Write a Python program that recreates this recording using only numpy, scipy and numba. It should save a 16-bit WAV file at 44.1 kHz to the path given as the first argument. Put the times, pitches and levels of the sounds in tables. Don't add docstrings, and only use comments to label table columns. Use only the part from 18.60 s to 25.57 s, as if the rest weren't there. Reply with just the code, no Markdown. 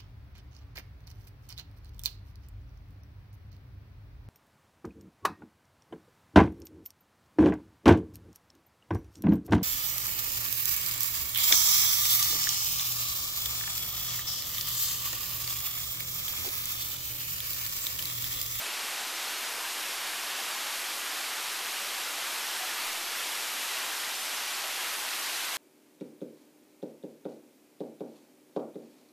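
import sys
import numpy as np
from scipy import signal
from scipy.fft import rfft, irfft
from scipy.io import wavfile
from scipy.ndimage import uniform_filter1d
from numba import njit

SR = 44100
rng = np.random.default_rng(int(sys.argv[2]) if len(sys.argv) > 2 else 0)


def voltage_ratio(decibels):
    exponent = np.asarray(decibels, float) / 20
    return 10 ** exponent


def transcribe(u):
    v = np.clip(np.atleast_2d(u).T, -1, 1)
    q = np.round(v * 32767).astype(np.int16)
    wavfile.write(sys.argv[1], SR, q)


N = 307377
FROTH_LOW_HZ, FROTH_TOP_HZ = 200, 8000
FRAME, GRID = 1024, 715


def shaped(x, gain):
    freq_hz = np.arange(len(x) // 2 + 1) * SR / len(x)
    return irfft(rfft(x) * gain(freq_hz), len(x))


def unit(x):
    return x / np.sqrt(np.mean(x ** 2))


def walk(rate_hz):
    hold = int(SR / rate_hz)
    levels = np.repeat(rng.standard_normal(N // hold + 1), hold)
    return 2.0 * uniform_filter1d(uniform_filter1d(levels, hold), hold)[:N]


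@njit
def ring(start, hz, cycles, size, glide):
    out = np.zeros(N)
    for k in range(len(hz)):
        span = cycles[k] * SR / hz[k]
        step = np.exp(1j * 2 * np.pi * hz[k] / SR)
        bend = np.exp(1j * 2 * np.pi * hz[k] / SR * glide[k] / span)
        fade, fast = np.exp(-3 / span), np.exp(-9 / span)
        z, body, onset = 1 + 0j, size[k], size[k]
        for i in range(int(start[k]), min(N, int(start[k] + 2 * span))):
            out[i] += (body - onset) * z.imag
            z, step = z * step, step * bend
            body, onset = body * fade, onset * fast
    return out


def in_froth(f):
    return (f > FROTH_LOW_HZ) * (f < FROTH_TOP_HZ)


def froth(count, cycles, scatter_db, glide):
    when, pitch, luck = rng.random((count, 3)).T
    pitch_hz = 150 + 8500 * pitch ** 1.6
    size = voltage_ratio(-scatter_db * np.log(1 - luck))
    cloud = ring(when * N, pitch_hz, cycles * np.ones(count), size, glide * np.ones(count))
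    power = uniform_filter1d(np.abs(rfft(cloud)) ** 2, size=1500)
    return unit(shaped(cloud, lambda f: in_froth(f) / np.sqrt(power + 1e-9)))


def weir(bubble_share, surge_db, flicker_db):
    # freq_hz, density_db
    rush_colour = [(20, -31), (35, -32.5), (90, -36), (130, -30), (200, -18.5), (327, -9), (520, -8.5),
                   (749, -2.5), (1160, -1), (2800, -.5), (4500, -3), (7000, -6.5), (9300, -8),
                   (13700, -8.5)]
    # time_s, level_db
    flow_curve = [(0, -38), (.8, -37.7), (1.65, -37.8), (1.85, -36.5), (2.15, -37.5), (2.55, -38),
                  (3.1, -37.5), (3.6, -37), (3.9, -36), (4.15, -36.5), (4.45, -37), (4.9, -36.8),
                  (5.12, -36), (5.3, -37.5), (5.8, -37), (6.2, -36.5), (6.6, -37), (6.97, -36)]
    region_hz = [450, 2000, 5600, 10500]
    swell_share = [.1, 0.78, .5, 0.39]
    turn_db_per_s = [-.05, 0.042, 0.079, 0.13]

    bubbles = np.sqrt(bubble_share) * froth(count=50000, cycles=42.8, scatter_db=1.5, glide=0.051)
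    froth_power = bubble_share * SR / 2 / FROTH_TOP_HZ
    spray = shaped(rng.standard_normal(N), lambda f: np.sqrt(1 - froth_power * in_froth(f)))
    colour_hz, colour_db = np.transpose(rush_colour)
    rush = shaped(bubbles + spray, lambda f: voltage_ratio(np.interp(np.log(f + 1), np.log(colour_hz), colour_db)))
    rush = rush / np.std(shaped(rush, lambda f: (f > 900) * (f < 4000)))

    t = np.arange(N) / SR
    flow_db = np.interp(t, *np.transpose(flow_curve))
    mean_db = flow_db.mean()
    surge = surge_db * walk(9.9)
    out = 0
    for own, follow, turn in zip(np.eye(len(swell_share)), swell_share, turn_db_per_s):
        band = shaped(rush, lambda f: np.interp(np.log(f + 1), np.log(region_hz), own))
        swell_db = mean_db + follow * (flow_db - mean_db) + turn * (t - t.mean())
        out = out + band * voltage_ratio(swell_db + surge + flicker_db * walk(18))
    return out


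def glugs():
    # start_s, pitch_hz, level_db, length_cycles, glide_share
    pockets = [(.68, 4300, -37, 40, .03), (0.978, 447, -47, 13, 0.11), (1.05, 1560, -37, 34, .05),
               (1.699, 1720, -39, 24, .05), (1.898, 1160, -41, 20, 0.092), (1.952, 1040, -40.5, 44, .05),
               (3.299, 3270, -38, 35, .03), (4.005, 722, -42, 20, .03), (4.025, 736, -38.5, 32, .02),
               (4.6, 1340, -40, 35, .05), (5.17, 2750, -35, 30, .03), (6.04, 633, -46, 21, .05),
               (6.4, 7750, -42, 60, .02)]
    start_s, pitch_hz, level_db, cycles, glide = np.array(pockets, float).T
    return ring(start_s * SR, pitch_hz, cycles, 3.5 * voltage_ratio(level_db), glide)


def scene():
    mono = weir(bubble_share=0.099, surge_db=0.09, flicker_db=0.21) + glugs()
    return np.tile(mono, (2, 1))


def frame_lines(low_hz, high_hz):
    line = np.arange(round(low_hz * 2 * FRAME / SR), round(high_hz * 2 * FRAME / SR))[:, None]
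    window = signal.windows.kaiser_bessel_derived(2 * FRAME, 4 * np.pi)
    phase = np.pi / FRAME * (np.arange(2 * FRAME) + .5 + FRAME / 2) * (line + .5)
    return np.sqrt(2 / FRAME) * window * np.cos(phase)


def starve_top(mono, step_db):
    out, lines = mono.copy(), frame_lines(13780, 14300)
    for start in range(GRID, len(mono) - 2 * FRAME, FRAME):
        old = lines @ mono[start:start + 2 * FRAME]
        new = np.round(old / voltage_ratio(step_db)) * voltage_ratio(step_db)
        out[start:start + 2 * FRAME] += (new - old) @ lines
    return out


def widen(mono, patch_db):
    # start_s, then low_hz of each patch
    patches = [(0.109, 4630), (0.55, 5190), (0.759, 9250), (0.782, 5160), (0.852, 8950, 13130),
               (0.875, 4150, 11020, 12610), (0.968, 10600), (1.247, 4150, 8240),
               (1.456, 8260, 10900, 13130), (1.758, 7900, 10900), (1.827, 7580, 10330), (1.967, 5140, 9640),
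               (2.524, 9640), (3.081, 4400), (4.312, 4650), (4.474, 4630), (4.591, 8260),
               (5.566, 5680, 10300), (5.612, 5680), (5.752, 4400, 6280), (5.937, 5660), (6.378, 4150, 6890),
               (6.611, 4200, 5240, 10950), (6.936, 4120)]
    out = np.tile(mono, (2, 1))
    for start_s, *edges_hz in patches:
        start = GRID + FRAME * round((start_s * SR - GRID) / FRAME + 1)
        for low_hz in edges_hz:
            lines = frame_lines(low_hz, min(low_hz * 1.08 + 700, 13780))
            old = lines @ mono[start:start + 2 * FRAME]
            new = voltage_ratio(patch_db) * np.std(old) * rng.standard_normal((2, len(old)))
            out[:, start:start + 2 * FRAME] += (new - old) @ lines
    return out


def preamp_drift():
    # start_s, size_fs
    jumps = [
        (1.666, .00055),
        (4.258, -.0007),
    ]
    offset, settle_s = -0.00038, .12
    t = np.arange(N) / SR
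    return offset + sum(size * (t > s) * np.exp(-np.abs(t - s) / settle_s) for s, size in jumps)


def low_pass(x):
    return signal.sosfilt(signal.butter(12, 15120, fs=SR, output="sos"), x)


def record(dry):
    mono = shaped(dry[0], lambda f: f < 13945) + preamp_drift()
    padded = np.pad(mono, 2 * FRAME, mode="reflect")
    edged = starve_top(padded, step_db=-25.5)
    wide = widen(edged, patch_db=-.5)
    return low_pass(wide[:, 2 * FRAME:-2 * FRAME])


dry = scene()
out = record(dry)
transcribe(out)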